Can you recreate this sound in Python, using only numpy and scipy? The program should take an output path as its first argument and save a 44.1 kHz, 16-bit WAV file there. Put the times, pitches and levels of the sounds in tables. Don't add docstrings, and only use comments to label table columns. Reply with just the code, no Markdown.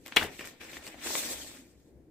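import sys
import numpy as np
from scipy import signal
from scipy.fft import rfft, irfft, next_fast_len
from scipy.io import wavfile
from scipy.ndimage import uniform_filter1d, map_coordinates

SR = 44100
rng = np.random.default_rng(int(sys.argv[2]) if len(sys.argv) > 2 else 0)


def voltage_ratio(level):
    return 10 ** (np.asarray(level, float) / 20)


def wav_out(sig):
    wavfile.write(sys.argv[1], SR, np.round(np.clip(np.atleast_2d(sig).T, -1, 1) * 32767).astype(np.int16))


N = 92610


def unit(x):
    return x / np.sqrt(np.mean(x ** 2) + 1e-20)


def along(points, hz):
    f, value = np.transpose(points)
    return np.interp(np.log(hz + 1), np.log(f + 1), value)


def curves(rows):
    s, *columns = np.transpose(rows)
    t = np.arange(N) / SR
    return [np.interp(t, s, column, left=-120, right=-120) for column in columns]


def wobble(rate):
    knots = rng.standard_normal(int(N * rate / SR) + 4)
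    return map_coordinates(knots, [np.arange(N) * rate / SR])


def filtered(x, response):
    size = next_fast_len(N + SR // 2)
    hz = np.fft.rfftfreq(size, 1 / SR)
    return irfft(rfft(x, size) * response(hz), size)[..., :N]


def coloured(x, spectrum):
    size = 4096
    gain = voltage_ratio(along(spectrum, np.fft.rfftfreq(size, 1 / SR)))
    cepstrum = irfft(np.log(gain + 1e-4), size)
    cepstrum[1:size // 2] *= 2
    cepstrum[size // 2 + 1:] = 0
    impulse = irfft(np.exp(rfft(cepstrum)), size)
    return signal.fftconvolve(x, np.atleast_2d(impulse / np.linalg.norm(impulse)), axes=1)[:, :N]


def modes(peaks):
    def response(f):
        total = 0
        for k, (centre, width, db) in enumerate(peaks):
            loss = 1j * f * width
            total = total + (-1) ** k * voltage_ratio(db) * loss / (centre * centre - f * f + loss)
        return total
    return response


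def spread(pair, alike):
    def turned(hz):
        angle = np.arccos(np.clip(along(alike, hz), -1, 1)) / 2
        return np.array([np.cos(angle), np.sin(angle)])
    mid, side = filtered(pair, turned)
    return np.array([mid + side, mid - side])


# frequency in Hz, level in dB per Hz.
HUM_COLOUR = [(20, -19), (70, -15), (300, -15.5), (500, -19), (1250, -41.5), (1900, -38), (3000, -48.5),
              (16000, -50.5)]
# frequency in Hz, width in Hz, level in dB.
HUM_MODES = [(68, 18, -3), (300, 71, 2)]
# frequency in Hz, left-right likeness from -1 to 1.
HUM_ALIKE = [(60, 1), (380, 0.86), (2380, 0.023), (15000, -0.09)]
HUM_DB, HUM_SWELL_DB = -59.5, 1.5


def hum():
    noise = rng.standard_normal((2, N)) * voltage_ratio(HUM_SWELL_DB * wobble(11))
    shaped = filtered(noise, lambda hz: voltage_ratio(along(HUM_COLOUR, hz)) * (1 + abs(modes(HUM_MODES)(hz))))
    return voltage_ratio(HUM_DB) * unit(spread(shaped, HUM_ALIKE))


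def slips(rate, size_db, fizz_db):
    slip_cap_db = 12
    hit = rng.random((2, N)) < rate / SR
    over_db = np.minimum(size_db * rng.exponential(size=(2, N)), slip_cap_db)
    size = voltage_ratio(over_db) * rng.standard_normal((2, N))
    return unit(unit(hit * size) + voltage_ratio(fizz_db) * rng.standard_normal((2, N)))


# frequency in Hz, level in dB per Hz.
SHEET = [(90, -48), (170, -12), (290, -4), (520, -6), (1190, -12.5), (2300, -7), (6000, -22.5),
         (9000, -60.5)]
# frequency in Hz, level in dB per Hz.
FIBRE = [(2060, -28), (3500, -2), (4460, -1), (7180, 0), (7850, 1.5), (10700, -7.5), (12900, -3),
         (14900, -3.5), (16000, -19)]
# frequency in Hz, width in Hz, level in dB.
POCKET = [(1806, 120, 6), (2460, 140, 1.5), (3375, 420, 0.5), (7830, 341, 0)]


def friction(body_db, fibre_db, rate, clump_db, fizz_db):
    clumps = voltage_ratio(clump_db * wobble(39.8) + clump_db * wobble(150))
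    body_drive = voltage_ratio(body_db) * clumps * slips(rate, 2.12, fizz_db)
    body = coloured(body_drive, SHEET) * [[1], [.7]]
    fibre_gain = voltage_ratio(fibre_db + 1.5 * wobble(25.02))
    fibre = coloured(fibre_gain * clumps * slips(4 * rate, 2.5, fizz_db + 12.0), FIBRE)
    return filtered(body + fibre, lambda hz: 1.093 + 0.47 * abs(modes(POCKET)(hz)))


# time in seconds, pressure in dB, fibre hiss over it in dB.
RUB = [
    [(0, -74.5, 0.5), (.05, -71, 6.5), (.06, -47, -13), (.11, -61, 2), (.124, -47.5, -14),
     (.15, -55.5, -5.5)],
    [(.29, -49.5, -12), (.382, -56.5, 2), (.392, -46, -1.5), (.44, -50, -5), (.46, -48.5, -2.5),
     (.568, -65, -3.5), (.598, -65, -5)],
    [(.608, -47, -10.5), (.68, -51.5, -1), (.764, -48, 0.5), (.818, -57, -4), (.87, -50, -0.5),
     (.956, -56.5, -4), (1.0, -70, -6)],
]
RUB_DB = -1.5


def fingers():
    rows = sorted(row for gesture in RUB for row in gesture)
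    pressure_db, fibre_db = curves(rows)
    return friction(pressure_db + RUB_DB, pressure_db + fibre_db + RUB_DB, 2500, 0.93, 2.3)


# start in seconds, level in dB,
# length in ms, pitch in Hz, crisp edge in dB.
SNAPS = [(.062, -41.5, 1.8, 2020, 2.5), (.071, -50.5, 2.3, 2520, 7), (0.08, -49, 2, 3000, 8),
         (.084, -49.5, 4, 1140, -5), (.122, -39.5, 4.8, 2130, -33.5), (0.162, -33, 3.2, 7550, 1),
         (0.1685, -36, 2.3, 11420, -0.5), (.2282, -44, 8, 2450, 1.5), (0.2347, -44, 8.2, 12920, -4.5),
         (0.2409, -46, 5, 13100, 0.5), (.392, -39.5, 6.8, 2370, -19), (0.407, -42.5, 14, 2140, -11),
         (.42, -57, 2.9, 1560, -7), (.443, -48, 5.7, 2190, -16), (0.45, -45, 3.8, 1800, -16),
         (.455, -48, 0.96, 2520, 13), (.473, -40, 2.3, 1560, -2), (.612, -47, 12, 2090, -8),
         (0.6435, -56, 2, 9100, 5), (.731, -48.5, 12, 2330, -16), (.768, -48.5, 8.2, 2400, -23),
         (0.866, -46, 6.5, 1960, 0.5), (.876, -43.5, 4.1, 4560, -6), (.943, -63, 4, 3000, -10),
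         (1.0612, -42, 11, 406, -20),
    (1.0688, -41.5, 9, 2060, -13),
    (1.1052, -40.5, 3.4, 460, -21),
    (1.2044, -47, 4, 12700, -13),
    (1.232, -47, 17, 2250, -20),
    (1.2984, -46, 4.6, 445, -9.5),
    (1.3216, -39.5, 3, 9300, -8),
    (1.4007, -48.5, 3.4, 318, -19.5),
    (1.5146, -53, 2.2, 2080, -7),
    (1.5716, -54.5, 2.8, 2450, 0),
]
SNAP_Q, SNAP_BODY_DB = 1.55, -2.5
SIDE_SHARE = 0.37


def snaps():
    out, drive = np.zeros((2, N + SR)), np.zeros((2, 2, N + SR))
    t = np.arange(SR // 20) / SR
    for s, db, ms, pitch_hz, edge_db in SNAPS:
        life = max(ms, .3) / 1000
        envelope = voltage_ratio(-25 * t / life) * (1 - np.exp(-8 * t / life))
        burst = envelope * rng.standard_normal((3, 2, len(t)))
        crease = signal.iirpeak(pitch_hz, SNAP_Q, SR)
        ring = signal.lfilter(*crease, signal.lfilter(*crease, burst[0]))
        size = voltage_ratio(db) * np.sqrt(life * SR) * np.array([[1], [SIDE_SHARE]])
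        at = slice(round(s * SR), round(s * SR) + len(t))
        out[:, at] += size * ring / np.linalg.norm(ring, axis=1, keepdims=True)
        kick = burst[1:] / np.linalg.norm(burst[1:], axis=2, keepdims=True)
        drive[..., at] += size * kick * voltage_ratio([SNAP_BODY_DB, edge_db])[:, None, None]
    return out[:, :N] + coloured(drive[0, :, :N], SHEET) + coloured(drive[1, :, :N], FIBRE)


# time in seconds, effort in dB, crisp edge over it in dB.
POP = [
    (.159, -64.5, -9.5),
    (.163, -20.5, -10),
    (.167, -18, -13.5),
    (.178, -26.5, -10.5),
    (.185, -31, -12.5),
    (.209, -36, -7.5),
    (.224, -34.5, -12),
    (.255, -40.5, -6.5),
    (.31, -67, -4.5),
]
# frequency in Hz, width in Hz, level in dB.
POP_MODES = [(435, 32, -11.5), (700, 24, -6), (919, 46, -4.5), (1490, 44.2, -16.5), (1973, 41, -3.5),
             (2270, 28, -9), (2560, 170, -5), (3670, 34, -2.5), (4020, 20.4, -19)]
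# frequency in Hz, level in dB per Hz.
POP_COLOUR = [(60, -13.5), (200, -11.5), (430, -4.5), (800, -5), (1200, -11), (2200, 0.5), (3400, -1),
              (6500, -21.5)]
# frequency in Hz, level in dB per Hz.
CRUMPLE_COLOUR = [(60, -7.5), (550, -1.5), (700, -3), (1130, -10), (1560, -0.5), (2300, -2.5), (3500, -8),
                  (6000, -25.5)]
POP_SLIPS, POP_FIZZ_DB = 5000, 1
POP_RING_DB, POP_FLUTTER_DB = -10, 2
SLACK_S, SLACKEN_S = .2, 0.0047


def pop():
    effort_db, edge_db = curves(POP)
    volley = slips(POP_SLIPS, 0.64, POP_FIZZ_DB)
    gain = voltage_ratio(effort_db + POP_FLUTTER_DB * wobble(200)) * [[1], [SIDE_SHARE]]
    push = volley * gain
    ring = filtered(push, modes(POP_MODES)) / np.std(filtered(volley, modes(POP_MODES)))
    edge = coloured(slips(POP_SLIPS, 1.5, 0) * voltage_ratio(effort_db + edge_db), FIBRE)
    slack = .5 + .5 * np.tanh((np.arange(N) / SR - SLACK_S) / SLACKEN_S)
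    body = coloured(push * (1 - slack), POP_COLOUR) + coloured(push * slack, CRUMPLE_COLOUR)
    return body + voltage_ratio(POP_RING_DB) * ring + edge


# start in seconds, peak in dB, pitch in Hz, 60 dB decay in ms.
CRACKS = [(.1642, -19.5, 1074, 7), (.1665, -9, 2700, 2.4), (.1675, -11.5, 2300, 9.2), (.1688, -7, 3200, 7),
          (.1707, -8, 2400, 4.8), (.1721, -11.5, 3300, 7.4), (.1738, -13, 2300, 3.7),
          (.1760, -17, 890, 8.5), (.1771, -10, 2200, 8), (.1806, -22.5, 2900, 5.8), (.1824, -23, 2300, 5.3),
          (.2128, -24, 1520, 16), (.2202, -27.5, 1300, 9.7), (.2225, -25.5, 900, 12.6),
          (.2272, -22.5, 1700, 9.5), (.2298, -27, 2600, 2.7), (.2375, -29, 690, 18),
          (.2468, -29.5, 430, 55), (.2715, -32, 800, 9.7), (0.3931, -35, 2400, 7.1), (0.4731, -35, 1600, 4),
          (0.769, -33.5, 1850, 16), (.7695, -42, 500, 9.7), (.9435, -36, 680, 12), (.9525, -43, 700, 12),
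          (1.1055, -27.5, 900, 8.3), (1.1525, -16.5, 1000, 3.4), (1.1530, -22, 2100, 8),
          (1.1535, -21.5, 3600, 6.9), (1.1542, -22, 600, 7.9), (1.4405, -38.5, 420, 17),
          (1.4475, -45, 600, 19), (1.5145, -40.5, 1200, 4.5)]
KICK_LOW_HZ = 250


def cracks():
    out, t = np.zeros(N + SR), np.arange(SR // 20) / SR
    for s, db, pitch_hz, ms in CRACKS:
        envelope = voltage_ratio(db - 60000 * t / max(ms, 1)) * (1 - np.exp(-6 * pitch_hz * t))
        out[round(s * SR):][:len(t)] += envelope * np.sin(2 * np.pi * pitch_hz * t)
    thinned = filtered(out[:N], lambda hz: (1j * hz / (KICK_LOW_HZ + 1j * hz)) ** 2)
    return thinned * [[1.4], [SIDE_SHARE]]


# time in seconds, level in dB, pitch in Hz, length in seconds.
WHUMPS = [(0.186, -53, 55.2, 0.026), (0.238, -43, 84, 0.026), (0.413, -57.5, 69, 0.04),
          (0.614, -60, 68.4, 0.023), (0.79, -54, 68, 0.027), (1.094, -58, 66.6, 0.057),
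          (1.4, -58.5, 64.7, 0.14), (1.6, -48, 269, 0.011), (1.628, -48.5, 258, 0.0075),
          (1.939, -54.5, 300, 0.011), (1.975, -57, 65.7, .06), (1.767, -58.5, 65.8, 0.043),
          (2.083, -56.5, 310, 0.019)]


def whumps():
    t, out = np.arange(N) / SR, np.zeros(N)
    for s, db, hz, length in WHUMPS:
        swell = voltage_ratio(db) * np.exp(-((t - s) / length) ** 2)
        out += swell * np.sin(2 * np.pi * hz * (t - s))
    return out


# time in seconds, speed as level in dB, sheet body over it in dB.
SLIDE = [
    [(.975, -62, 5.5), (1.04, -46, -1), (1.065, -39.5, -2), (1.12, -35, -10), (1.196, -36, -7),
     (1.215, -42.5, -3), (1.29, -40.5, -5.5), (1.33, -37.5, -9), (1.365, -45, -6)],
    [(1.43, -47.5, -4.5), (1.49, -53.5, -3), (1.58, -56.5, -3.5), (1.66, -68, -3.5), (1.75, -75.5, -1.5),
     (1.9, -76, -10), (1.95, -91.5, -4.5), (2.1, -89.5, -5)],
]
# centre in seconds, length in seconds, pitch in Hz, level in dB.
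SQUEAKS = [
    (1.419, .008, 3230, -39.5),
    (1.4755, 0.0018, 4380, -41.5),
    (1.4755, .002, 8250, -44),
    (1.447, .002, 3050, -47),
]
SQUEAK_ARCH = .04


def slide():
    level_db, body_db = curves(SLIDE[0] + SLIDE[1])
    t = np.arange(N) / SR
    drift = 1 + .014 * wobble(200)
    squeak = np.zeros(N)
    for s, length, hz, db in SQUEAKS:
        away = np.minimum(((t - s) / length) ** 2, 20)
        phase = 2 * np.pi * hz * np.cumsum(drift - SQUEAK_ARCH * away) / SR
        squeak += voltage_ratio(db) * np.exp(-away) * np.sin(phase)
    return friction(level_db + body_db, level_db, 2500, 0.47, 4) + squeak * [[1], [.3]]


def patchy(x, depth_db):
    z = signal.stft(x, nperseg=256)[2]
    field = uniform_filter1d(rng.standard_normal(z.shape[1:]), size=6, axis=0)
    field = uniform_filter1d(field, size=10, axis=1)
    return signal.istft(z * voltage_ratio(depth_db * unit(field)), nperseg=256)[1][:, :N]


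# frequency in Hz, 60 dB decay in seconds.
ROOM_DECAY = [(200, 0.46), (2000, 0.1), (10000, 0.086)]


def room(x):
    hz, t, z = signal.stft(rng.standard_normal((2, SR // 2)), SR, nperseg=256)
    decay = voltage_ratio(-60 * t / along(ROOM_DECAY, hz)[:, None])
    tail = signal.istft(z * decay, SR, nperseg=256)[1]
    late = np.pad(x, (150, 0))[None]
    return signal.fftconvolve(late, tail / np.linalg.norm(tail[0]), axes=1)[:, :N]


# frequency in Hz, left-right likeness from -1 to 1.
PAPER_ALIKE = [(60, 1), (240, 1), (950, 0.35), (3770, -0.14), (15000, -0.27)]
ROOM_DB = -12


def scene():
    rubbing = patchy(fingers() + slide(), 1.8)
    paper = rubbing + snaps() + pop() + cracks()
    return spread(paper + voltage_ratio(ROOM_DB) * room(paper[0]), PAPER_ALIKE) + whumps() + hum()


def band_limit(x):
    return signal.sosfilt(signal.butter(12, 16430, fs=SR, output="sos"), x)


# frequency in Hz, left over right in dB.
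LEAN = [(60, 7), (380, 0.5), (2380, 3.5), (15000, -1.5)]
TOP_HZ, TOP_EDGE_HZ = 15700, 250


def record(dry):
    def ports(hz):
        balance = voltage_ratio(along(LEAN, hz) / 2 * np.array([[1], [-1]]))
        return balance * np.clip(.5 - (hz - TOP_HZ) / TOP_EDGE_HZ / 2, 0, 1) ** 2
    return band_limit(filtered(dry, ports))


dry = scene()
out = record(dry)
wav_out(out)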